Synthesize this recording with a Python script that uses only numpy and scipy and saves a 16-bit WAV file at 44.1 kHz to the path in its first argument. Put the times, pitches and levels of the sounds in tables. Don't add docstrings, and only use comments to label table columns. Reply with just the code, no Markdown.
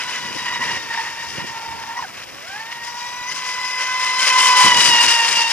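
import sys
import numpy as np
from scipy import signal
from scipy.fft import rfft, irfft
from scipy.io import wavfile
from scipy.ndimage import uniform_filter1d, minimum_filter1d

SR = 44100
rng = np.random.default_rng(int(sys.argv[2]) if len(sys.argv) > 2 else 0)


def materialize(psi):
    bounded = np.clip(np.atleast_2d(psi).T, -1, 1)
    quanta = np.round(bounded * 32767).astype(np.int16)
    wavfile.write(sys.argv[1], SR, quanta)


N = 243431
TIME = np.arange(N) / SR
FREQS = np.arange(N // 2 + 1) * SR / N

# (time [s], rate [Hz])
BLADE_RATE = [(0, 995), (.45, 958), (.8, 925), (1.05, 917), (1.22, 930), (1.5, 920), (1.92, 914),
              (1.99, 966), (2.025, 958), (2.05, 765), (2.17, 535), (2.33, 527), (2.42, 596), (2.48, 735),
              (2.6, 880), (2.7, 932), (3.25, 985), (3.33, 1008), (3.55, 1004), (3.85, 1015), (4.45, 1017),
              (4.55, 1001), (4.66, 1002), (4.75, 972), (4.85, 967), (5.02, 936), (5.12, 938), (5.25, 923),
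              (5.52, 921)]
# (multiple of shaft rate [1], relative level [dB])
IMBALANCE_TONES = [(1, -17), (3, 0), (5, -1), (7, -10), (11, -11)]
# (time [s], level [dB])
NEARNESS = [(0, -35.5), (.3, -38.5), (.85, -41.5), (1.6, -42), (2.3, -46), (2.8, -46), (3.25, -42),
            (3.7, -37), (4.1, -32.5), (4.4, -26), (4.63, -25), (4.9, -25), (5.25, -27), (5.52, -31)]
# (time [s], angle [deg])
HEADING = [(0, 144), (1, 155), (1.7, 180), (2.05, 175), (2.5, 98), (3, -3), (3.5, 20), (4.2, 54),
           (4.62, 100.5), (4.9, 135.5), (5.52, 128)]
# (angle [deg], blade tones 1 to 6 [dB each], imbalance tones [dB])
DIRECTIVITY = [(0, 9, 3, -10, -5, -1, -2, -1.5), (30.06, 6.5, 9, -6, -12, -3.5, -7.5, -6.5),
               (87.8, 9.5, 1.5, -3.5, -10, -9, -29, -4), (136.8, 4.5, 1, 6, -5.5, -5.5, -16, -12),
               (154.8, 1, 3.5, -8, -7.5, -10, -9, -7), (176, 9, 1.6, -8.5, -12, -14, -13, -7)]
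ROUGHNESS = [(0, .12), (40, .06), (90, .06), (132, .08), (142, .33), (180, .42)]
# (time [s], swell or dip [dB], Gaussian width [s])
SLAMS = [(0.909, 6.5, 0.0057), (0.946, 8, 0.0032), (0.972, -3, 0.003), (0.976, 13.5, 0.0021),
         (0.991, 7, 0.0073), (1.068, 1, 0.0045), (1.909, 5, 0.0077), (1.98, 6, 0.0039),
         (1.997, 6.5, 0.0045), (2.014, -14, 0.0048), (2.024, 8, 0.0029), (2.101, 14, 0.0071),
         (3.299, 3.5, .012), (3.34, -6, 0.0081), (4.71, -1.5, 0.0072), (4.723, 10.5, 0.0044),
         (4.746, -9, 0.004)]
# (time [s], length [s], spray [dB], wash [dB], whine [dB],
# brightening [dB per blade tone], air drawn in [0-1])
SKIPS = [(-.012, 0.029, -0.5, 6.4, -2.5, 3, 0.46), (0.11, .064, 2, 5, -1.5, 2.5, .05),
         (0.329, 0.055, 4, 1.7, -1, -0.5, 0.19), (0.447, 0.13, 1.5, 4.5, 7, 1.5, 0.33),
         (0.604, .168, 5.5, 6.5, 8.5, 2, .5), (0.909, 0.167, 4, 5.5, 6.5, -0.5, .2),
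         (1.16, 0.075, 2.5, 2, 7, 3.5, 0), (1.272, .06, 4.5, -1, 0.5, 8, 0.12),
         (1.351, 0.0901, 2.5, 2.5, 3, 7, .45), (1.452, 0.032, 4, -1.5, 3, 6.5, 0.31),
         (1.965, 0.07, 2.9, 2, 1.5, -2, 0.16), (2.169, .03, 3.5, 6.5, 3, 16, .45),
         (2.461, .065, 2, -1, 4.5, 4, 0.11), (2.556, .06, 2.5, 2.5, 1.5, 0.5, .2),
         (2.711, 0.017, 8, 7.5, 3.5, 5, .55), (2.838, 0.0082, 12, 5, -1, -5, 0.09),
         (2.869, .014, 7.5, 3, 0, -6, .1), (2.95, 0.14, 4.5, 0.5, 0.5, -1.5, 0.05),
         (3.285, 0.042, 5, 1.5, 3, 5, 0.37), (3.35, 0.036, 8.5, 3.5, 1, 2.5, 0.18),
         (3.451, 0.077, 5.5, 2, 1, -0.5, 0.01), (3.621, 0.071, 2.5, -2.5, .5, 0, .02),
         (3.788, 0.045, 4.5, 5, -1, 1.5, 0.09), (4.0, 0.068, 3.5, 5, 1, 0.5, 0.03),
         (4.184, 0.1, 6, 4.7, 1.5, 5, 0.29), (4.381, 0.09, 5.5, 5, 1, 2, 0.08),
         (4.568, .11, 6.5, 6.5, 5, -.5, 0.05), (4.773, 0.109, 6, 4.5, -1, 2, .25),
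         (5.004, 0.0559, 6, 6, -3.5, .5, 0.49), (5.08, .06, 4.5, 4, 0, 3.5, 0.07),
         (5.27, 0.063, 4.2, 4, -9.5, 1, 0.63), (5.351, 0.07, 5, 1.5, 0.5, 3, .3),
         (5.49, .04, 6.5, 3, -1.5, -0.5, 0.4)]
# (frequency [Hz], relative density [dB])
WASH_SPECTRUM = [(150, -32), (350, -14.5), (600, -8), (850, -11), (1100, -0.5), (1300, -2.5), (1600, 1),
                 (2000, 3.5), (2700, 0), (3300, -7.5), (4200, -10.5), (7000, -50)]
# (frequency [Hz], relative density [dB])
SPRAY_SPECTRUM = [(1500, -18), (3000, 3), (3700, -5), (4400, -2.5), (5100, 4), (5800, 0.5), (6500, -4.5),
                  (7400, -8), (8500, -21), (9600, -10.5), (10500, -17.5), (11800, -33), (13000, -29),
                  (14500, -33)]
# (delay [s], level [dB])
ECHOES = [(.047, -31), (0.111, -27), (.21, -26)]
# (frequency [Hz], left minus right [dB], phase lead of left [rad])
PORT_RESPONSE = [(99, 8.5, 2), (546, -10, 0.18), (950, -1, 0.75), (2030, -.3, 0.53), (2800, -3, 1),
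                 (3300, 0, 1.61), (4120, 9, 2), (4920, 23, 1), (5000, 31, -4), (6940, 8.5, 15.5),
                 (7340, 17, -66), (7250, 17, 31), (9800, 18, -2), (12000, 1.5, -2), (14500, 5, -1.6)]
# (time [s], level [dB])
BREEZE_LEVEL = [(0, -44.5), (.95, -43.5), (1.15, -48.5), (2.3, -47), (2.7, -50), (4.4, -52.5), (5.52, -47)]
# (frequency [Hz], relative density [dB])
BREEZE_SPECTRUM = [(20, -30), (45, -7), (80, 1), (130, 3), (230, 2.5), (350, 1), (550, -2), (1000, -24),
                   (2500, -60)]
# (time [s], level [dB], left minus right [dB], Gaussian width [s], bass [dB])
EDDIES = [(0.253, -38.5, 13, .016, -5), (.311, -36.5, -18, .007, -3), (0.359, -30, 21, 0.0086, -12),
          (.65, -42.5, 3, 0.057, 2), (0.754, -43, -7, 0.039, -2), (1.384, -32.5, -2, 0.006, -6),
          (1.38, -43, -18, 0.069, 5), (1.446, -26, 2, 0.0035, -4), (1.73, -48, -26, 0.053, 13.5),
          (3.215, -51, -35, 0.0097, 17), (3.322, -54, -14, 0.023, 10), (4.652, -25.5, -4, 0.011, -3),
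          (4.675, -26, 9, .016, -9), (4.78, -31.5, -7, .05, -5), (4.902, -30.5, 4, 0.034, -4),
          (5.058, -32, -5, 0.024, -6), (5.329, -42, 15, 0.038, -8)]
# (frequency [Hz], relative density [dB])
AIR_SPECTRUM = [(40, -8), (120, -11), (500, 3), (1000, 11), (2500, -35), (5000, -9), (9000, -9),
                (15000, -10)]

SHUT_AT_S, SHUT_S, REOPEN_AT_S, REOPEN_S, IDLE_DB = 2.055, 0.0086, 2.27, 0.34, -15
SLIP_DB, FULL_SLIP_HZ_PER_S, SLIP_FIRST_SHARE = 8, 1100, 0.2
SKIP_ATTACK_S, SKIP_RELEASE_S = 0.022, 0.02
UPPER_BITE_SHARE = 0.38
RACE_HZ = 28.06
SPRAY_DB, WASH_DB, WASH_NEARNESS_SHARE = 0.86, -8.5, 0.7
EDDY_BASS_HZ, CUTOFF_HZ = 111, 15400


def propeller(shaft_phase, rough, level_db, bite_db, bright_db):
    radiated_db = level_db + np.array(by_heading(DIRECTIVITY))
    first_db, second_db, third_db, fourth_db, fifth_db, sixth_db, odd_db = radiated_db
    slap_db = bite_db + (0.66 + 2.24 * rough) * drift(17)
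    for at, db, width in SLAMS:
        slap_db += db * np.exp(-0.5 * ((TIME - at) / width) ** 2)
    slip_db = blade_slip()
    first_db += slap_db - bright_db - SLIP_FIRST_SHARE * slip_db
    second_db += slap_db + slip_db
    third_db += slap_db + bright_db
    whine = from_db(first_db) * tone(2 * shaft_phase, 0.13 + 0.69 * rough, width_hz=99, rise_hz=18)
    whine += from_db(second_db) * tone(4 * shaft_phase, 1.9 * rough, width_hz=68, rise_hz=8)
    whine += from_db(third_db) * tone(6 * shaft_phase, 1.54 * rough, width_hz=46)
    upper_db = [fourth_db, fifth_db, sixth_db, sixth_db - 9, sixth_db - 16]
    for order, db in zip([8, 10, 12, 14, 16], upper_db):
        gain = from_db(db + UPPER_BITE_SHARE * bite_db + 2.65 * drift(10))
        whine += gain * tone(order * shaft_phase, 0.26 + 0.63 * rough, width_hz=39)
    for order, db in IMBALANCE_TONES:
        gain = from_db(odd_db + db - 0.3 + 4.1 * drift(10))
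        whine += gain * tone(order * shaft_phase, 0.18, width_hz=110)
    return whine


def tone(phase, rough, width_hz, rise_hz=0):
    sidebands = rms_one(drift(width_hz) + 1j * drift(width_hz))
    sidebands *= np.exp(2j * np.pi * rise_hz * TIME)
    share = np.clip(rough, 0, 1)
    envelope = np.sqrt(1 - share) + np.sqrt(share) * sidebands
    wander = 2 * drift(0.42)
    return np.sqrt(2) * np.real(envelope * np.exp(1j * (phase + wander)))


def blade_slip():
    blade_hz, = in_time(BLADE_RATE)
    change_hz_per_s = uniform_filter1d(np.abs(np.gradient(blade_hz)) * SR, size=1000)
    return SLIP_DB * np.minimum(change_hz_per_s / FULL_SLIP_HZ_PER_S, 1) * (1 - throttle_closure())


def throttle_closure():
    closing = np.clip((TIME - SHUT_AT_S) / SHUT_S, 0, 1)
    reopening = np.clip((TIME - REOPEN_AT_S) / REOPEN_S, 0, 1)
    return closing - reopening


def hull_skips():
    curves = np.zeros((5, N))
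    for at, length, *effects in SKIPS:
        attack = np.clip((TIME - at) / SKIP_ATTACK_S + 0.5, 0, 1)
        release = np.exp(-np.clip((TIME - at - length) / SKIP_RELEASE_S, 0, 20))
        curves += np.outer(effects, attack * release)
    return curves


def water(shaft_phase, wash_db, spray_db):
    strokes = 1 + 0.5 * np.cos(2 * shaft_phase)
    flutter_db = 1.61 * drift(40)
    wash = coloured(rng.standard_normal(N) * strokes, WASH_SPECTRUM)
    impacts = (rng.random(N) < 3500 / SR) * rng.choice([-1, 1], N)
    drops = impacts * from_db(3.8 * np.minimum(rng.exponential(1, N), 5))
    puffs = rms_one(rng.standard_normal(N) * strokes)
    spray = coloured(puffs + 0.5 * rms_one(drops), SPRAY_SPECTRUM)
    mist = rms_one(filtered(rng.standard_normal(N), "band", [6300, 9300], order=2))
    mist_db = spray_db - 9.5 + 0.45 * (spray_db - spray_db.max())
    return (from_db(wash_db + 0.1 + flutter_db) * wash
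            + from_db(spray_db + 0.53 + flutter_db) * spray
            + from_db(mist_db + 2.8 * drift(64)) * mist)


def banks(direct):
    dull = filtered(direct, "low", 3000)
    return direct + sum(from_db(db) * np.interp(TIME - delay, TIME, dull, left=0) for delay, db in ECHOES)


def ports(x):
    balance_db, lead = in_frequency(PORT_RESPONSE)
    response = pan(balance_db) * np.exp(1j * np.array([0 * lead, -lead]))
    return irfft(rfft(x) * response / np.abs(response.mean(axis=0)), N)


def breeze():
    upper_gain = bass_gain = from_db(in_time(BREEZE_LEVEL)[0])
    for at, db, balance_db, width, bass_db in EDDIES:
        pulse = np.exp(-0.5 * np.minimum(((TIME - at) / width) ** 2, 100))
        eddy = from_db(db) * pan(balance_db)[:, None] * pulse
        upper_gain = upper_gain + eddy
        bass_gain = bass_gain + from_db(bass_db) * eddy
    lumps = [rng.standard_normal(N) * from_db(2.3 * drift(53)) for port in range(2)]
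    pressure = np.array([coloured(noise, BREEZE_SPECTRUM) for noise in lumps])
    bass = irfft(rfft(pressure) / (1 + (FREQS / EDDY_BASS_HZ) ** 4), N)
    return upper_gain * (pressure - bass) + bass_gain * bass


def air():
    hiss = np.array([coloured(rng.standard_normal(N), AIR_SPECTRUM) for port in range(2)])
    rumble = rms_one(filtered(rng.standard_normal((2, N)), "band", [45, 130], order=2))
    return from_db(-44) * hiss + from_db(-60) * pan(-9)[:, None] * rumble


def from_db(db):
    return 10 ** (np.asarray(db) / 20)


def rms_one(x):
    return x / np.sqrt(np.mean(np.abs(x) ** 2) + 1e-20)


def in_time(rows):
    times, *columns = np.transpose(rows)
    return [np.interp(TIME, times, column) for column in columns]


def by_heading(rows):
    degrees, *columns = np.transpose(rows)
    return [np.interp(in_time(HEADING)[0], degrees, column) for column in columns]


def in_frequency(rows):
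    hz, *columns = np.transpose(rows)
    return [np.interp(np.log(FREQS + 1), np.log(hz), column) for column in columns]


def coloured(x, spectrum):
    return rms_one(irfft(rfft(x) * from_db(in_frequency(spectrum)[0]), N))


def filtered(x, kind, hz, order=1):
    return signal.sosfilt(signal.butter(order, hz, kind, fs=SR, output="sos"), x)


def drift(rate_hz):
    return rms_one(irfft(rfft(rng.standard_normal(N)) / (1 + (FREQS / rate_hz) ** 2), N))


def pan(db):
    gains = from_db(np.array([db, -db]) / 2)
    return gains / np.sqrt(np.mean(gains ** 2, axis=0))


def scene():
    near_db, = in_time(NEARNESS)
    spray_surge_db, wash_surge_db, bite_db, bright_db, air_drawn = hull_skips()
    rough = np.clip(by_heading(ROUGHNESS)[0] + air_drawn, 0, 1)
    blade_hz = in_time(BLADE_RATE)[0] + RACE_HZ * air_drawn
    jitter = (0.0007 + 0.006 * rough) * drift(25)
    shaft_phase = np.pi * np.cumsum(blade_hz * (1 + jitter)) / SR
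    boat = propeller(shaft_phase, rough, near_db + IDLE_DB * throttle_closure(), bite_db, bright_db)
    wash_db = WASH_DB + WASH_NEARNESS_SHARE * near_db + wash_surge_db
    spray_db = SPRAY_DB + near_db + spray_surge_db
    boat += water(shaft_phase, wash_db, spray_db)
    left, right = ports(banks(boat)) + breeze() + air()
    return np.array([filtered(left, "high", 110), right])


def record(dry):
    headroom = np.minimum(1, 1 / (np.abs(dry).max(axis=0) + 1e-9))
    gain = uniform_filter1d(minimum_filter1d(headroom, size=129), size=129)
    return irfft(rfft(dry * gain) / np.sqrt(1 + (FREQS / CUTOFF_HZ) ** 200), N)


dry = scene()
out = record(dry)
materialize(out)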